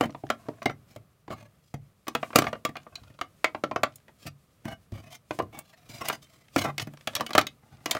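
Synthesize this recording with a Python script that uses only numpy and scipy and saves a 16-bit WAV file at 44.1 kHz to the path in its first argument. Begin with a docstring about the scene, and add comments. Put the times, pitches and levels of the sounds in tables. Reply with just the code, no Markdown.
"""A wooden desk in a small furnished room, heard up close: plastic makeup cases are set down and nudged.
A palette is slid off the desk, knocked, handled with sharp clicks and clapped down among the others.
Hits are short bursts of chatter and slides are streams of tiny slips; both ring the desk top and the
cases, and the room answers. Faint ticks of handling sit over a bed of room tone and hiss."""
import sys
import numpy as np
from scipy import signal
from scipy.fft import rfft, irfft, next_fast_len
from scipy.io import wavfile
from scipy.ndimage import map_coordinates

SR = 44100
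rng = np.random.default_rng(int(sys.argv[2]) if len(sys.argv) > 2 else 0)


def transcribe(signal):
    """Save signal, clipped to [-1, 1], as a 16-bit WAV file at the path in sys.argv[1]."""
    frames = np.atleast_2d(signal).T
    limited = np.clip(frames, -1, 1)
    pcm = np.round(limited * 32767).astype(np.int16)
    wavfile.write(sys.argv[1], SR, pcm)


N = 352426

# colour of the room tone and of the hiss: frequency_hz, relative_db
ROOM_TONE_COLOUR = [(15, -32.5), (25, -6.5), (66, 8.5), (149, 12), (309, -2), (591, -1.5), (911, -10.5),
                    (1230, -4), (1520, -11.5), (2350, -13.5), (2610, -15), (6210, -22), (14400, -20),
                    (16000, -24.5)]
HISS_COLOUR = [(500, -33), (2000, 11.5), (5000, 9), (9000, 8), (15500, 1)]
# level of the hiss over time, before its trim: time_s, level_db
HISS_LEVEL = [(0, -70), (0.551, -65.5), (.75, -77), (2.019, -75.5), (2.2, -61), (2.4, -57), (2.619, -72.5),
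              (3.502, -69), (4.1, -71.5), (5.24, -75), (5.35, -53), (5.5, -81.5), (6.07, -67.5),
              (6.901, -71), (7.13, -60.5), (7.55, -72), (7.781, -69), (7.95, -54)]
# decay of the room tail: frequency_hz, t60_s
ROOM_DECAY = [(100, 0.44), (400, 0.16), (1500, 0.13), (5000, 0.11), (14000, 0.06)]
# modes of the desk top and of the plastic cases: pitch_hz, relative_db, t60_s
DESK_MODES = [(107.5, 6, 0.16), (142.1, 8.5, 0.31), (231, 6, 0.17), (300, 5, 0.024), (483.6, 0, 0.08),
              (627.5, 8, 0.022), (701, 1, 0.027), (1064, -1.5, 0.011), (1161, 3.5, 0.042),
              (1334, -4.5, 0.066)]
CASE_MODES = [(1630, 3.5, 0.035), (2100, 6, 0.0083), (2290, 3.5, 0.052), (2530, 7.5, .04),
              (2903, 9.5, 0.056), (3190, 6.5, 0.047), (3760, -2.5, 0.21), (4620, 1.5, .025),
              (4930, 1, 0.11), (6060, 8.5, .03), (7000, 8.5, 0.022), (11400, 3, 0.06)]

# fingers shift their grip and edges catch: start_s, end_s, level_db
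FIDGETS = [(0.088, 0.292, -61), (0.42, .624, -71.5), (2.775, 3.208, -66.5), (3.899, 4.1, -71),
           (6.198, 6.507, -68.5), (6.9, 7.163, -59.5), (7.699, 7.862, -68)]
# sliding and handling: start_s, end_s, level_db, weight_db, hardness_db
RUBS = [(0.011, 0.044, -36, 8, -14), (0.389, 0.596, -62.5, 16, -22), (.70, 0.718, -49.5, 8, -12),
        (0.879, 0.955, -77.5, 11.5, 10), (1.308, 1.348, -45, 11.5, -10.5), (1.362, 1.465, -61, 10, -3.5),
        (1.632, 1.716, -92.5, 3.5, 21.5), (2.355, 2.397, -33.5, -1, -7), (2.444, 2.491, -45, 9, -9),
        (2.793, 3.003, -65.5, 13, -17), (2.997, 3.156, -67.5, 2, -3.5), (4.193, 4.256, -68.5, 1, 9.5),
        (4.263, 4.285, -51.5, 6, 5), (4.652, 4.746, -46, 5, -8), (4.933, 5.005, -58, 12, -3),
        (5.021, 5.114, -63, 12, -3), (5.11, 5.166, -57.5, -7.5, 8), (5.534, 5.607, -51, 2.5, -6.5),
        (5.62, 5.723, -71, -11, 6.5), (5.736, 5.742, -58, -40, -4.5), (5.757, 5.88, -69.5, -11, 3),
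        (5.89, 6.017, -58.5, 6, 7.5), (5.998, 6.041, -40.5, -9, -7.5), (6.048, 6.153, -43, -13.5, 1),
        (6.225, 6.244, -68, -13, 12), (6.289, 6.453, -70, -1, 4), (6.53, 6.572, -66.5, 3, 11),
        (6.574, 6.657, -37, -3.5, 2), (6.65, 6.701, -33, 5.5, -17), (6.806, 6.824, -48, 5, 7.5),
        (7.126, 7.237, -48.5, 3, -17), (7.623, 7.876, -68.5, 15.5, -15.5), (7.718, 7.757, -67, 17.5, -3.5),
        (7.877, 7.98, -43.5, -8, -12.5)]
# a hand or padded edge bumps the desk: time_s, level_db, hardness_db
BUMPS = [(0.055, -33.5, -5), (1.740, -36.5, 2), (2.69, -45, 7.5), (3.016, -46, -26), (3.100, -54, 3),
         (4.253, -42, -10), (4.653, -36.5, 3.5), (4.920, -31.5, -23.5), (5.422, -39, -11),
         (5.897, -49, -11.5), (6.871, -40.5, 1.5)]
# plastic snaps against plastic: time_s, level_db, weight_db, hardness_db, ring_hz
CLICKS = [(.628, -52, 9.5, -2, 1090), (2.767, -45, 9, -9, 2410), (2.955, -40, -16.5, -12, 4010),
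          (3.957, -58.5, -16.5, 19, 7100), (5.589, -55, 10.5, 22.5, 8500), (6.085, -34.5, 6, 11.5, 2880),
          (6.780, -33, -3, -6, 2250), (6.7968, -35.5, -2.5, -13, 5240), (6.936, -68.5, 26, 10, 3150),
          (7.073, -33.5, 9, -2, 3300), (7.152, -30, -11, 3, 3370), (7.1631, -34, 0, -5, 3370),
          (7.264, -39.5, -2.5, -2, 3040), (7.292, -59.5, 24, 5, 3330), (7.332, -37.5, -1, -6, 3960),
          (7.412, -36, 2, -3, 3700), (7.468, -36, -8, -4, 3700), (7.8585, -34, 9, -0.5, 6380),
          (7.91, -27, -16, 0, 3620), (7.913, -33, 2, 6, 7560)]
# a case meets the desk: time_s, level_db, weight_db, hardness_db, ring_hz
CLACKS = [(.009, -30.5, 9, 4, 1160), (.037, -39.5, 0.5, -1.5, 980), (.094, -58, 11.5, -10, 1160),
          (0.147, -45.5, 3.5, -23.5, 950), (.236, -61.5, 25.5, -15, 844), (.301, -26.5, -1.5, 0.5, 1370),
          (.485, -51.5, 19, -2, 920), (.619, -42.5, -1, -11, 1120), (.657, -28.5, 5, 0, 2120),
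          (.696, -38, -0.5, -12, 1310), (.961, -59, 15, 16.5, 2070), (1.279, -54.5, 10, -3, 854),
          (1.304, -49.5, 10, -11, 1200), (2.069, -44, -6, -6, 1110), (2.081, -37.5, 1.5, 15, 1140),
          (2.150, -28, -1.5, 5, 2460), (2.229, -32, -1.5, -19, 2500), (2.304, -49, 0.5, -14.5, 1010),
          (2.330, -43, -2, -14, 2400), (2.3575, -20.5, 4.5, 17.5, 1310), (2.3866, -25.5, 3, 16, 1220),
          (2.42, -33, 2.5, 4.5, 1240), (2.441, -37, -1.5, -4, 1160), (2.468, -30, -7.5, -16, 2030),
          (2.529, -37.5, 3.5, -6, 1340), (2.553, -49, 3.5, -19, 1170), (2.650, -28.5, -2, 9, 1180),
          (2.755, -41.5, -5, -16, 1256), (2.865, -53, 4, -50, 1170), (3.189, -51, -3.5, -1, 1160),
          (3.212, -31, -7, -2.5, 1280), (3.4429, -20.5, -10.5, -4, 2010), (3.547, -37.5, 2, -17, 1070),
          (3.6373, -30.5, 3, -5.5, 1340), (3.712, -38, 5, -15, 980), (3.760, -30.5, 2, -7.5, 1150),
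          (3.833, -22.5, -3, 1, 1360), (4.081, -58, -3, 0, 1930), (4.091, -63, 2, -13.5, 892),
          (5.308, -36.5, 4, -6, 1017), (5.388, -41.5, 8, 7.5, 820), (5.398, -33, 6, -31.5, 1064),
          (6.099, -29, -9, -9, 1230), (6.561, -30.5, 9, 7.5, 1380), (7.198, -41, 1, -2.5, 2850),
          (7.2076, -31.5, 0.5, 5.5, 1044), (7.306, -40, -1, 5, 1180), (7.3507, -26, 3.5, 5.5, 1200),
          (7.3792, -16.5, -3.5, 5, 1315), (7.389, -28.5, -3, 9.5, 1206), (7.949, -37.5, 3, 7.5, 1360),
          (7.967, -36, -5, -2, 1390)]

# borders of the thud, knock, clack, click and tick bands: edge_hz
BAND_EDGES = [70, 250, 800, 2500, 7000, 16000]
BAND_FILTERS = [signal.butter(3, edges, "band", fs=SR, output="sos")
                for edges in zip(BAND_EDGES, BAND_EDGES[1:])]
# EQ of each kind of touch, added to its level: thud_db, knock_db, clack_db, click_db, tick_db
RUB_EQ = (-1.5, -1.5, -1.5, -2, -10.5)
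BUMP_EQ = (2, -7, -14.5, -21, -26)
CLICK_EQ = (-19.5, -10.5, -5, 0.5, -9.5)
CLACK_EQ = (-13, 1, 0, -7.5, -22.5)
# weight drives the lows, hardness mostly the higher bands
# boost for each dB of either: thud_db, knock_db, clack_db, click_db, tick_db
RUB_WEIGHT = (0.94, 0.085, 0, 0, 0.02)
RUB_HARDNESS = (0.56, 0, 0.032, 1, 1)
BUMP_HARDNESS = (0.2, 0.57, 1, 0.55, 0.66)
CLICK_WEIGHT = (0.8, 1, 0.59, 0, 0)
CLICK_HARDNESS = (0, 0, 0, 0, 1)
CLACK_WEIGHT = (1, 1, 0, 0, 0)
CLACK_HARDNESS = (0.15, 0, 0, .35, 1)


def amp(db):
    """Decibels to gain."""
    return 10 ** (np.asarray(db) / 20)


def unit(x):
    """Scale to rms 1."""
    return x / np.sqrt(np.mean(x ** 2) + 1e-20)


def along(points, hz):
    """Read a curve of (frequency_hz, value) points on a log axis."""
    point_hz, values = np.transpose(points)
    return np.interp(np.log(hz + 1), np.log(point_hz + 1), values)


def filtered(x, response):
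    """EQ a sound with a gain given as a function of frequency."""
    size = next_fast_len(len(x) + SR // 4)
    return irfft(rfft(x, size) * response(np.fft.rfftfreq(size, 1 / SR)), size)[:len(x)]


def noise(colour):
    """Coloured noise of rms 1."""
    return unit(filtered(rng.standard_normal(N), lambda hz: amp(along(colour, hz))))


def wobble(size, per_s):
    """A smooth random curve with per_s knots a second."""
    knots = rng.standard_normal(int(size * per_s / SR) + 4)
    return map_coordinates(knots, [np.arange(size) * per_s / SR])


def add(track, time_s, sound):
    """Mix a sound into the track at its cue."""
    start = max(round(time_s * SR), 0)
    track[start:start + len(sound)] += sound[:max(N - start, 0)]


def room_tone(level_db=-64.0, drift_db=2):
    """The bed: a low rumble that drifts gently in level."""
    return amp(level_db + drift_db * wobble(N, per_s=7)) * noise(ROOM_TONE_COLOUR)


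def hiss(trim_db=-3.0, waver_db=2.2):
    """A thin hiss that swells and wavers."""
    ride_db = np.interp(np.arange(N) / SR, *np.transpose(HISS_LEVEL))
    return amp(ride_db + trim_db + waver_db * wobble(N, per_s=30)) * noise(HISS_COLOUR)


def room(x, wet_db, build_s=0.0057, size=8192):
    """The furnished room adds a short tail, fresh each time, in which the lows hang on longest."""
    hz, t, spectrum = signal.stft(rng.standard_normal(size), SR, nperseg=256)
    decay = amp(-60 * t / along(ROOM_DECAY, hz)[:, None])
    _, tail = signal.istft(spectrum * decay, SR, nperseg=256)
    tail *= 1 - np.exp(-(np.arange(len(tail)) / SR / build_s) ** 2)
    return x + amp(wet_db) * signal.fftconvolve(x, tail / np.linalg.norm(tail))[:len(x)]


def resonate(force, modes):
    """The force itself plus the ring it leaves in each mode (pitch_hz, gain_db, t60_s)."""
    sound = force.copy()
    for hz, db, t60_s in modes:
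        quality = np.pi * hz * t60_s / np.log(1000)
        peak = signal.iirpeak(min(hz, SR / 2 - 1), quality, fs=SR)
        sound += amp(db) * signal.lfilter(*peak, force)
    return sound


def desk_and_cases(force, case_db, detune, low_cut_hz=85):
    """The desk always rings alike; the cases ring differently with every grip and point of contact."""
    case_modes = np.array(CASE_MODES, float)
    case_modes[:, 0] *= np.exp(detune * rng.standard_normal(len(case_modes)))
    case_modes[:, 1] += case_db + 2 * rng.standard_normal(len(case_modes))
    sound = resonate(resonate(force, DESK_MODES), case_modes)
    return signal.sosfilt(signal.butter(2, low_cut_hz, "high", fs=SR, output="sos"), sound)


def voiced(x, band_db, size):
    """Give a touch its weight and hardness: EQ its first size samples toward the five band levels."""
    band_rms = np.array([np.std(signal.sosfilt(band, x[:size])) for band in BAND_FILTERS])
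    centres_hz = np.sqrt(np.multiply(BAND_EDGES[:-1], BAND_EDGES[1:]))
    log_gain = np.column_stack([centres_hz, np.log(amp(band_db) / (band_rms + 1e-12))])
    # minimum phase, so that nothing sounds before the blow
    cepstrum = irfft(along(log_gain, np.fft.rfftfreq(len(x), 1 / SR)))[:len(x) // 2]
    cepstrum[1:] *= 2
    shaped = irfft(rfft(x) * np.exp(rfft(cepstrum, len(x))))
    return shaped * np.linalg.norm(amp(band_db)) / np.std(shaped[:size])


def envelope(size, attack_s, t60_s):
    """The shape of a hit: a fast attack and an exponential decay."""
    t = np.arange(size) / SR
    return (1 - np.exp(-t / attack_s)) * amp(-60 * t / t60_s)


def fidgets(ticks_per_s=18, scatter_db=3, ring_hz=2400, ring_db=9, ring_t60_s=0.0096, size=4096):
    """Nails and lids tick faintly, each with its own pitch."""
    track = np.zeros(N)
    mids = signal.butter(2, [450, 4800], "band", fs=SR)
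    for start_s, end_s, level_db in FIDGETS:
        count = max(round((end_s - start_s) * ticks_per_s), 1)
        for time_s in rng.uniform(start_s, end_s, count):
            force = rng.standard_normal(size) * envelope(size, attack_s=0.00077, t60_s=0.019)
            pitch_hz = ring_hz * np.exp(rng.normal(0, 0.5))
            tick = resonate(signal.lfilter(*mids, force), [(pitch_hz, ring_db, ring_t60_s)])
            gain = amp(rng.normal(level_db, scatter_db)) / np.std(tick[:SR // 50])
            add(track, time_s, gain * tick)
    return room(track, wet_db=-14)


def rubs(fade_s=0.028, slips_per_s=1200, grain=0.35, catch_db=4.5, hollow_db=8, hollow_t60_s=0.05):
    """Plastic and fingers drag in uneven catches: a stream of tiny slips shakes the desk and cases."""
    track = np.zeros(N)
    for start_s, end_s, level_db, weight_db, hardness_db in RUBS:
        size = round((end_s - start_s + fade_s) * SR)
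        slips = (rng.random(size) < slips_per_s / SR) * rng.standard_normal(size)
        friction = grain * unit(slips) + rng.standard_normal(size) / 2
        fades = signal.windows.tukey(size, min(2 * fade_s * SR / size, 1))
        catches = amp(catch_db * wobble(size, per_s=110))
        force = np.pad(friction * fades * catches, (0, SR // 3 - size))
        # the damped hollow between hand, case and desk colours each stroke anew
        hollow_hz = np.geomspace(700, 6000, 9) * np.exp(0.18 * rng.standard_normal(9))
        scrape = desk_and_cases(force, case_db=-3, detune=0.08)
        scrape = resonate(scrape, [(hz, hollow_db, hollow_t60_s) for hz in hollow_hz])
        eq_db = np.dot([weight_db, hardness_db], [RUB_WEIGHT, RUB_HARDNESS]) + RUB_EQ
        add(track, start_s - fade_s / 2, voiced(room(scrape, wet_db=-18), level_db + eq_db, size))
    return track


def contact(band_db, ring_hz, chatter_t60_s, ring_db=6, ring_t60_s=0.013, split_hz=3500, size=8192):
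    """One hit: a brief chatter, its treble first in and first out, rings desk, cases and struck item."""
    lows = signal.lfilter(*signal.butter(2, split_hz, fs=SR), rng.standard_normal(size))
    highs = signal.lfilter(*signal.butter(2, split_hz, "high", fs=SR), rng.standard_normal(size))
    lows *= envelope(size, attack_s=0.0015, t60_s=chatter_t60_s)
    highs *= envelope(size, attack_s=0.00067, t60_s=0.74 * chatter_t60_s)
    blow = desk_and_cases(lows + highs, case_db=-5.5, detune=0.048)
    blow = resonate(blow, [(ring_hz, ring_db, ring_t60_s)])
    return voiced(room(blow, wet_db=-15), band_db, size=SR // 50)


def bumps():
    """Soft blows mostly wake the low modes of the desk."""
    track = np.zeros(N)
    for time_s, level_db, hardness_db in BUMPS:
        eq_db = hardness_db * np.array(BUMP_HARDNESS) + BUMP_EQ
        add(track, time_s, contact(level_db + eq_db, ring_hz=1900, chatter_t60_s=0.04))
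    return track


def clicks():
    """Lids and edges snap against each other, short and bright."""
    track = np.zeros(N)
    for time_s, level_db, weight_db, hardness_db, ring_hz in CLICKS:
        eq_db = np.dot([weight_db, hardness_db], [CLICK_WEIGHT, CLICK_HARDNESS]) + CLICK_EQ
        add(track, time_s, contact(level_db + eq_db, ring_hz, chatter_t60_s=0.029))
    return track


def clacks(ordinary_db=-31.5, thud_per_db=0.17):
    """Cases land on the desk: heavy ones knock, hard edges click."""
    track = np.zeros(N)
    for time_s, level_db, weight_db, hardness_db, ring_hz in CLACKS:
        eq_db = np.dot([weight_db, hardness_db], [CLACK_WEIGHT, CLACK_HARDNESS]) + CLACK_EQ
        eq_db[0] += thud_per_db * (ordinary_db - level_db)  # a gentler landing carries relatively more thud
        add(track, time_s, contact(level_db + eq_db, ring_hz, chatter_t60_s=0.031))
    return track


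def scene():
    """The mono mix: bed, handling and hits."""
    return (room_tone() + hiss() + fidgets() + rubs() + bumps() + clicks() + clacks())[None]


def record(dry, ceiling=0.95, top_hz=15950):
    """A soft clip rounds off the highest peaks, then a steep low-pass trims the very top."""
    rounded = dry / (1 + np.abs(dry / ceiling) ** 8) ** (1 / 8)
    return np.array([filtered(x, lambda hz: 1 / np.sqrt(1 + (hz / top_hz) ** 160)) for x in rounded])


dry = scene()
out = record(dry)
transcribe(out)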